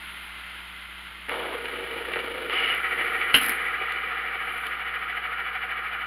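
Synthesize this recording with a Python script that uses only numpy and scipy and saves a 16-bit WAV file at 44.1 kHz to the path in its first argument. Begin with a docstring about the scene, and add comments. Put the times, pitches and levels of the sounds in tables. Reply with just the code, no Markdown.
"""Three metal fidget spinners whir on a wooden floor, each a stream of bearing impacts filtered by resonances.
One turns from the start; a second is flicked, rubbed by a fingertip, rattles into the boards and calms.
A third is launched under a pressing finger; its imbalance modulates the contacts, so its whir throbs.
A cat then knocks it: a sharp clack of struck modes, a thump, and a skitter of scraped and ticking metal.
Claw clicks follow; blows on the floor recur, and a low mains hum and a faint rumble lie under everything."""
import sys
import numpy as np
from scipy import signal
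from scipy.fft import rfft, irfft
from scipy.io import wavfile
from scipy.ndimage import uniform_filter1d, minimum_filter1d

SR = 44100
rng = np.random.default_rng(int(sys.argv[2]) if len(sys.argv) > 2 else 0)


def unload_audio(sound):
    """Save the sound as a 16-bit wav file, at the path given as the first command line argument."""
    columns = np.transpose(np.atleast_2d(sound))
    # keep every value between -1 and 1, then stretch to whole-number steps
    steps = np.round(np.clip(columns, -1, 1) * 32767)
    wavfile.write(sys.argv[1], SR, steps.astype(np.int16))


N = 267246
TIME = np.arange(N) / SR  # s
TAPS = 4096  # length of a filter or short sound, samples
FREQS = np.arange(TAPS // 2 + 1) * SR / TAPS  # Hz

# spectra that the bearings feed into the boards
# [f/Hz, near spinner relative level/dB, wobbling spinner relative level/dB, pressed cap relative level/dB]
BEARING_SPECTRA = [(130, -15.5, -31, -32), (267, -8, -32.5, -23), (492, 0, -24, -8.5),
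                   (777, -16.5, -13, -10.5), (891, -10.5, -17.5, -11), (1250, -3, 0, -8.5),
                   (2144, -0.5, 0, 1), (2910, -6, -9.5, 1), (3990, -12, -20, -12), (5540, -31, -36.5, -24),
                   (6930, -35.5, -61, -55), (10100, -15, -26.5, -15), (12030, -21.5, -23.5, -24),
                   (15400, -32.5, -47.5, -45)]
# the cat's blow: arm and cap slap the floor in turn as the spinner rocks
# [t/s, peak level/dB, contact cut-off f/Hz]
CLACK_BLOWS = [(3.3426, 0, 3380), (3.3446, 0.5, 3450), (3.3483, -7.5, 4200), (3.3493, 0.5, 5500),
               (3.3556, -6.5, 4200), (3.3584, -11, 4200), (3.3604, -6, 4200), (3.363, -9, 4200),
               (3.37, -15, 4200), (3.374, -13, 4200)]
LAUNCH_S = 2.495  # the wobbling spinner is launched


def undb(db):
    """Level: decibels to amplitude gain."""
    return 10 ** (np.asarray(db) / 20)


def unit(x):
    """Normalization: scale to rms 1."""
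    return x / np.sqrt(np.mean(x ** 2))


def colour(table, order=1):
    """Spectral envelope: one dB column of a table, interpolated over log frequency."""
    columns = np.transpose(table)
    return np.interp(np.log(FREQS + 1), np.log(columns[0]), columns[order])


def resonances(modes):
    """Modal superposition: Lorentzian power peaks added to a flat response, in dB."""
    power = sum(undb(db) ** 2 / (1 + (2 * (FREQS - hz) / width) ** 2) for hz, width, db in modes)
    return 10 * np.log10(1 + power)


def response(db):
    """Minimum phase: the causal impulse response with this dB shape, by the folded cepstrum."""
    cepstrum = irfft(np.log(undb(db)))
    cepstrum[1:TAPS // 2] *= 2
    cepstrum[TAPS // 2 + 1:] = 0
    return irfft(np.exp(rfft(cepstrum)))


def through(x, ir):
    """Linear filtering: convolve x with an impulse response."""
    return signal.fftconvolve(x, ir)[:N]


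def add(out, s, sound):
    """Superposition: mix a short sound in at time s."""
    i = max(int(s * SR), 0)
    out[i:i + len(sound)] += sound[:N - i]


def walk(rate):
    """Band-limited fluctuation: smoothed random steps, rate per second, with a spread near 1."""
    k = max(int(SR / rate), 2)
    steps = np.repeat(rng.standard_normal(N // k + 1), k)
    return 1.12 * uniform_filter1d(steps, k)[:N]


def swell(start_s, rise_s, hold_s, fall_db_per_s):
    """Envelope: a gain that rises to 1, holds and then decays exponentially (evenly in dB)."""
    t = TIME - start_s
    fall_db = abs(fall_db_per_s) * np.maximum(t - rise_s - hold_s, 0)
    return np.clip(t / rise_s, 0, 1) * undb(-fall_db)


def contacts(per_second, spread_db, flutter_db):
    """Shot noise: tiny impacts of uneven size that bunch together as the balls jostle in their race."""
    hits = (rng.random(N) < per_second / SR) * np.sign(rng.standard_normal(N))
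    sizes = undb(abs(spread_db) * np.clip(rng.standard_normal(N), -2, 2))
    return hits * sizes * undb(flutter_db * walk(110))


def boards():
    """Plate modes: the floorboard resonances as a dB shape."""
    # [f/Hz, width/Hz, level above the broad response/dB]
    board_modes = [(279, 23, 10), (362, 43, 15), (470, 28.4, 18), (504, 14, 12), (761, 64.6, 18.5),
                   (954, 24, 13), (1258, 147, 11.5), (1388, 18, 13), (1444, 17, 13), (1505, 25, 3.5),
                   (1637, 16, 12), (1745, 42, 8), (1883, 45, 12), (1987, 16, 11), (2064, 29, 9),
                   (2260, 67, 11.5), (2333, 95, 7), (2390, 79, 9), (2790, 135, 8), (2949, 44, 16.5),
                   (3050, 44, 11), (3380, 120, 7.5)]
    return resonances(board_modes)


def bend(ring, lag_s):
    """Dispersion: bending waves in wood travel faster the higher they are; lag_s is the delay at 4 kHz."""
    travel = 2 * lag_s * np.sqrt(4000 * FREQS)  # phase lag, turns
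    return irfft(rfft(ring) * np.exp(-2j * np.pi * travel))


def strike(blows, body_db, lag_s):
    """Impact excitation: each blow rings and disperses in the boards; a softer contact loses its treble."""
    out = np.zeros(N)
    for s, db, cut_hz in blows:
        contact_db = -10 * np.log10(1 + (FREQS / cut_hz) ** 4)
        ring = bend(response(body_db + contact_db), lag_s)
        add(out, s - lag_s, undb(db) * ring / np.abs(ring).max())
    return out


def wobbling_spinner(rise_s=0.0097):
    """Unbalanced rotor: each wobble loads the bearing once and friction slows it; roughness fades."""
    free_run_db, rough_start_db = -31.5, -29.5
    let_go_s, rough_hold_s, settling_db_per_s = 0.4, 0.6, 9
    # throb rate at the moment heavy_down_s when the heavy side is down, and its loss to friction
    throb_hz, heavy_down_s, slowing_hz_per_s = 13.21, 5.025, .14
    wander_turns = .045  # how far each wobble strays from even timing
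    # a board resonance that the wobble hardly loads: there most of the power stays even
    even_hz, even_octaves, even_share = 1310, .3, .8
    # how far it wobbles [t/s, throb depth either way/dB]
    wobble = [(2.6, .4), (2.95, 3.0), (3.5, 1.3), (4.1, 1.4), (4.55, 1.9), (5.15, 3.3), (6.06, 2.7)]
    # resonances that stand out while it is still fast [f/Hz, width/Hz, level/dB]
    fresh_modes = [(385, 76, 3.5), (1990, 130, 8.5), (2320, 130, 4)]

    wobble_s, wobble_db = np.transpose(wobble)
    depth_db = np.interp(TIME, wobble_s, wobble_db)
    t = TIME - heavy_down_s
    turns = throb_hz * t - slowing_hz_per_s * t ** 2 / 2 + wander_turns * walk(8)
    load = undb(depth_db * np.cos(2 * np.pi * turns))

    throbbing, even, rough = (contacts(8000, spread_db=0.5, flutter_db=0.6) for _ in range(3))
    share = even_share * np.exp(-(np.log2((FREQS + 1) / even_hz) / even_octaves) ** 2)
    shape_db = colour(BEARING_SPECTRA, order=2) + boards()
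    throbbing_part = through(throbbing * load, response(shape_db + 10 * np.log10(1 - share)))
    even_part = through(even, response(shape_db + 10 * np.log10(share + 1e-4)))
    fresh = through(rough * load, response(shape_db + resonances(fresh_modes)))

    running = undb(free_run_db) * swell(LAUNCH_S, rise_s, 0, 0)
    settling = undb(rough_start_db) * swell(LAUNCH_S, let_go_s, rough_hold_s, settling_db_per_s)
    return unit(throbbing_part + even_part) * running + unit(fresh) * settling


def pressed_cap(level_db=-25.5, touch_share=0.82, lean_s=0.15, hold_s=0.071, release_db_per_s=330):
    """Contact load: a finger's touch, then full weight, roughens the bearing and rings the cap, then lifts."""
    # what the pressed cap rings with [f/Hz, width/Hz, level/dB]
    cap_modes = [(2100, 120, 9), (2900, 200, 5)]
    touch = swell(LAUNCH_S, 0.016, lean_s + hold_s, release_db_per_s)
    weight = swell(LAUNCH_S, lean_s, hold_s, release_db_per_s)
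    pressure = touch_share * touch + (1 - touch_share) * weight
    shape_db = colour(BEARING_SPECTRA, order=3) + boards() + resonances(cap_modes)
    grind = through(contacts(6000, spread_db=1.5, flutter_db=1.4), response(shape_db))
    return unit(grind) * undb(level_db) * pressure


def near_spinner(body_share=0.69, rise_s=0.0063):
    """Amplitude modulation: flicked, it flutters once a turn in board and metal modes, then calms."""
    flick_s, rattle_db, rattle_hold_s, calming_db_per_s, smooth_run_db = 1.28, -35, 1.49, 11, -51
    # rate, one moment of full load, depth either way
    flutter_hz, flutter_peak_s, flutter_db = 27.2, 1.909, 1.5
    # its own metal ring [f/Hz, width/Hz, level before scaling by body_share/dB]
    body = [(9860, 340, 4), (10900, 180, 4), (11700, 220, 5), (12000, 100, 5), (12630, 100, 5),
            (14700, 350, 4)]
    # further board resonances under it [f/Hz, width/Hz, level/dB]
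    near_modes = [(151, 26, 4), (247, 39, 0.5), (625, 40, 5), (862, 32, 8)]
    # its level dips and swells briefly [t/s, half-width/s, level change/dB]
    wavers = [(1.5, 0.021, -3.5), (1.545, 0.02, 2), (1.615, 0.03, -3), (2.09, .03, 1.5), (2.82, 0.15, -8),
              (3.015, 0.034, 4.5), (3.1, 0.021, -3)]

    rattling = undb(rattle_db) * swell(flick_s, rise_s, rattle_hold_s, calming_db_per_s)
    running = undb(smooth_run_db) * swell(flick_s, rise_s, 0, 0)
    waver = undb(sum(db * np.exp(-((TIME - s) / width_s) ** 2) for s, width_s, db in wavers))
    load = undb(flutter_db * np.cos(2 * np.pi * flutter_hz * (TIME - flutter_peak_s)))
    shape_db = colour(BEARING_SPECTRA) + boards() + resonances(near_modes) + body_share * resonances(body)
    whir = through(contacts(2000, spread_db=1.5, flutter_db=0.6) * load, response(shape_db))
    return unit(whir) * (rattling + running) * waver


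def finger_rub(start_s=1.305, level_db=-35.0, easing_db_per_s=16, length_s=0.26, rise_s=0.0053,
               release_db_per_s=250):
    """Sliding friction: skin drags over the spinning cap after the flick, easing until the finger lifts."""
    # spectrum of a fingertip on the cap [f/Hz, relative level/dB]
    rubbing = [(120, -29), (300, 5.5), (600, 9.5), (900, 8.5), (1300, 9), (2000, -16), (3300, 0),
               (5500, -36), (9000, -43), (11000, -11), (13000, -45.5), (16000, -44)]
    easing = swell(start_s, rise_s, 0, easing_db_per_s)
    lifting = swell(start_s, rise_s, length_s, release_db_per_s)
    drag = contacts(5000, spread_db=1.5, flutter_db=1.5)
    return unit(through(drag, response(colour(rubbing)))) * undb(level_db) * easing * lifting


def light_spinner(start_db=-39.0, fade_db_per_s=2.0, waver_db=0.36):
    """Rolling noise: a smooth bearing hisses, wavers a little and slowly runs down."""
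    # spectrum of the hiss [f/Hz, relative level/dB]
    hiss = [(250, -17), (480, -23.5), (800, -9.5), (1300, -3), (2100, -1), (3200, -3), (4000, -13),
            (5000, -26), (7000, -29.5), (9500, -22), (12500, -25), (15400, -41)]
    # resonances of this spinner [f/Hz, width/Hz, level/dB]
    light_modes = [(1378, 93, 5), (2080, 100, 4), (3060, 220, -2), (10000, 460, 2.5), (11700, 300, -4)]
    shape_db = colour(hiss) + resonances(light_modes)
    whir = through(contacts(8000, spread_db=0.5, flutter_db=0.53), response(shape_db))
    return unit(whir) * undb(start_db - fade_db_per_s * TIME + waver_db * walk(26))


def clack():
    """Modal impact: a quick run of hard slaps with a bright ring near 3 kHz."""
    # what spinner and board ring with [f/Hz, width/Hz, level/dB]
    clack_modes = [(250, 90, 7), (800, 97, 8), (1350, 78, 11.5), (1490, 71, 13), (1620, 70, 9),
                   (2090, 130, 12), (2300, 60, 5), (2460, 65, -2), (2840, 220, 13), (3184, 160, 16),
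                   (3400, 70, 9), (4150, 270, 8)]
    # broad spectrum of the blow [f/Hz, relative level/dB]
    clack_colour = [(30, -40), (120, -25), (300, -5.5), (600, -7), (1000, -5.5), (1300, -1), (2200, 0),
                    (2900, 9), (3400, -8), (4000, -6.5), (5500, -13), (7500, -13), (15400, -29)]
    return strike(CLACK_BLOWS, colour(clack_colour) + resonances(clack_modes), lag_s=0.001)


def paw_thump(peak_db=-23):
    """Impulse response: the weight of the paw behind the clack pushes the whole floor."""
    # the floor giving under a paw [f/Hz, relative level/dB]
    thump = [(8, -13), (30, 5), (60, -10), (110, -4), (160, 1), (260, -3), (400, -12), (1000, -29),
             (5000, -58)]
    out, push = np.zeros(N), response(colour(thump))
    add(out, CLACK_BLOWS[0][0], undb(peak_db) * push / np.abs(push).max())
    return out


def skitter(tick_t60=0.011, stopping_db_per_s=280):
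    """Stochastic friction: metal scrapes and ticks on the floor; each tick favours other rim modes."""
    contact_spread_db = 3  # how much the rim modes vary from tick to tick
    # metal touching wood [f/Hz, tick relative level/dB, slide relative level/dB]
    metal = [(100, -30, -15), (190, -6, 5.5), (270, 1, 12), (600, -2, -8.5), (2040, 7.5, 12),
             (4070, -18.5, -2), (5600, -6, -26), (7440, -26, -15.5), (9500, -2.5, 2.5), (11700, -2.5, -0.5),
             (13500, -10, -9), (14800, -5, -17), (16000, -21, -17)]
    # what the rim rings with [f/Hz, width/Hz, level/dB]
    rim = [(10150, 200, 8.5), (10900, 110, 3), (11300, 150, 9), (11700, 100, 6), (12620, 80, 6),
           (14900, 200, 2)]
    # scraping swells of metal on wood, and a faint hiss at the start [t/s, rise/s, hold/s, level/dB]
    scrapes = [(0, .005, 0.26, -53.5), (2.603, 0.08, 0.72, -48.5), (3.335, 0.0087, 0.027, -28),
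               (3.408, .005, 0.094, -35), (3.502, .01, 0.17, -50), (4.3, 0.24, 0.15, -49.5)]
    # the rim ticks against the wood [t/s, peak level/dB]
    ticks = [(1.292, -32), (2.747, -27), (3.3448, -15), (3.3505, -13.5), (3.355, -25), (3.363, -13.5),
             (3.373, -15), (3.3783, -21), (3.3855, -20), (3.414, -20), (3.417, -32), (3.4244, -23),
             (3.4318, -23), (3.443, -21), (3.45, -23), (3.4618, -17), (3.484, -14.5), (3.493, -10.5),
             (3.4987, -31)]

    # sliding rings the rim with half the dB boost
    sliding = response(colour(metal, order=2) + resonances(rim) / 2)
    gain = sum(undb(db) * swell(s, rise_s, hold_s, stopping_db_per_s) for s, rise_s, hold_s, db in scrapes)
    grains = contacts(5000, spread_db=1.5, flutter_db=1.5)
    out = unit(through(grains, sliding)) * gain

    t = TIME[:TAPS]
    tick_envelope = np.exp(-np.log(1000) * t / tick_t60) * (1 - np.exp(-t / 0.0013))
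    for s, db in ticks:
        modes = [(hz, width, mode_db + contact_spread_db * rng.standard_normal())
                 for hz, width, mode_db in rim]
        chatter = rng.standard_normal(TAPS) * tick_envelope
        tick = through(chatter, response(colour(metal) + resonances(modes)))
        add(out, s, undb(db) * tick / np.abs(tick).max())
    return out


def claws(scratch_t60=0.0055):
    """Noise bursts: dry clicks with a tiny scratch in them; the firmest also ring the boards, in knocks()."""
    # claws clicking on the floor [t/s, peak level/dB]
    clicks = [(3.923, -25.5), (4.6645, -35), (4.6681, -22), (4.671, -37), (4.992, -35), (5.167, -37)]
    # spectrum of a click [f/Hz, relative level/dB]
    click_colour = [(200, -19), (1500, 3), (3000, 11), (4200, 1.5), (5000, -13), (5900, -19), (7000, -9),
                    (10000, 2), (14000, -9), (16000, -22)]
    out, tone, t = np.zeros(N), response(colour(click_colour)), TIME[:TAPS]
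    for s, db in clicks:
        scratch = rng.standard_normal(TAPS) * np.exp(-np.log(1000) * t / scratch_t60)
        click = through(scratch, tone)
        add(out, s, undb(db) * click / np.abs(click).max())
    return out


def knocks(ring_share=0.65):
    """Struck plate: fingers, spinners and the firmest claw clicks ring the boards at a share of their dB boost."""
    # single blows on the boards [t/s, peak level/dB, contact cut-off f/Hz]
    bumps = [(1.2905, -37, 2500), (1.2922, -26, 1900), (1.2945, -17, 1600), (1.321, -25, 2600),
             (1.341, -25, 900), (1.403, -27, 1100), (1.549, -29, 1500), (1.656, -21, 3600),
             (2.125, -31, 2400), (2.136, -15.5, 2300), (2.1385, -20, 2300), (2.158, -19, 647),
             (2.168, -22, 696), (2.19, -18, 2900), (2.4975, -17.5, 3000), (2.652, -23, 3200),
             (2.689, -19, 3000), (3.2145, -15, 1930), (3.811, -25.5, 503), (3.921, -24, 7000),
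             (4.669, -24, 5000)]
    # spectrum of a blow [f/Hz, relative level/dB]
    blow = [(30, -44), (120, -30), (220, -34.5), (350, -15), (600, -14.5), (1000, -19), (1300, -3.5),
            (2200, 4.5), (2900, 3), (3400, -3.5), (4000, -3), (5500, -24), (7500, -15), (15400, -28)]
    return strike(bumps, colour(blow) + ring_share * boards(), lag_s=0.002056)


def background(air_db=-60):
    """Steady tones and filtered noise: mains hum and the faint rumble of the house."""
    # mains hum [f/Hz, rms level/dB]
    mains = [(60, -53.5), (120, -87.5), (180, -61.5)]
    # room air [f/Hz, relative level/dB]
    air = [(20, -6.5), (45, -10.5), (100, -8), (160, -12), (300, -5.5), (600, -12.5), (2000, -19),
           (6000, -45), (16000, -42)]
    hum = np.zeros(N)
    for hz, db in mains:
        hum += np.sqrt(2) * undb(db) * np.sin(2 * np.pi * (hz * TIME + rng.random()))
    rumble = through(rng.standard_normal(N), response(colour(air)))
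    return hum + undb(air_db) * unit(rumble)


def room(x, wet_db, t60):
    """Reverberation: dense, decaying reflections from furniture and walls build up after the direct sound."""
    t = TIME[:SR // 2]
    tail = rng.standard_normal(len(t)) * np.exp(-np.log(1000) * t / t60) * (1 - np.exp(-t / .002))
    return x + undb(wet_db) * through(x, tail / np.sqrt(np.sum(tail ** 2)))


def scene():
    """Mid-side superposition: sharp sounds stir the room; a little reflected treble is spread to the sides."""
    # side level of the reflections [f/Hz, gain/dB]
    side_colour = [(1500, -76), (2800, -60.5), (4000, -33.5), (5500, -3.5), (8000, -7), (10500, -24.5),
                   (13000, -10), (15500, -3.5)]
    whir = light_spinner() + near_spinner() + finger_rub() + wobbling_spinner() + pressed_cap()
    blows = room(knocks() + paw_thump(), wet_db=-4, t60=0.14) + room(clack(), wet_db=-8.5, t60=0.24)
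    light_contacts = room(skitter() + claws(), wet_db=-11, t60=.14)
    mid = whir + blows + light_contacts + background()
    reflections = room(mid, wet_db=0, t60=.03) - mid
    side = through(reflections, response(colour(side_colour)))
    return np.array([mid + side, mid - side])


def record(dry):
    """Filtering and limiting: the treble is shaped, a fast limiter holds the peaks and the top is cut."""
    top_hz = 15750
    # treble shape, with narrow dips near 6 and 8 kHz [f/Hz, gain/dB]
    treble_shape = [(5000, 0), (5600, -10), (6000, -21.5), (6500, -4), (7500, -7), (8000, -24.5),
                    (8400, -10), (9300, 0.5)]
    treble = response(colour(treble_shape))
    shaped = np.array([through(channel, treble) for channel in dry])
    headroom = np.minimum(1, .85 / (np.abs(shaped).max(axis=0) + 1e-9))
    # shared by both channels, smoothed over 65 samples
    gain = uniform_filter1d(minimum_filter1d(headroom, size=65), size=65)
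    low_pass = signal.ellip(10, .2, 80, top_hz, fs=SR, output="sos")
    return signal.sosfilt(low_pass, shaped * gain)


dry = scene()
out = record(dry)
unload_audio(out)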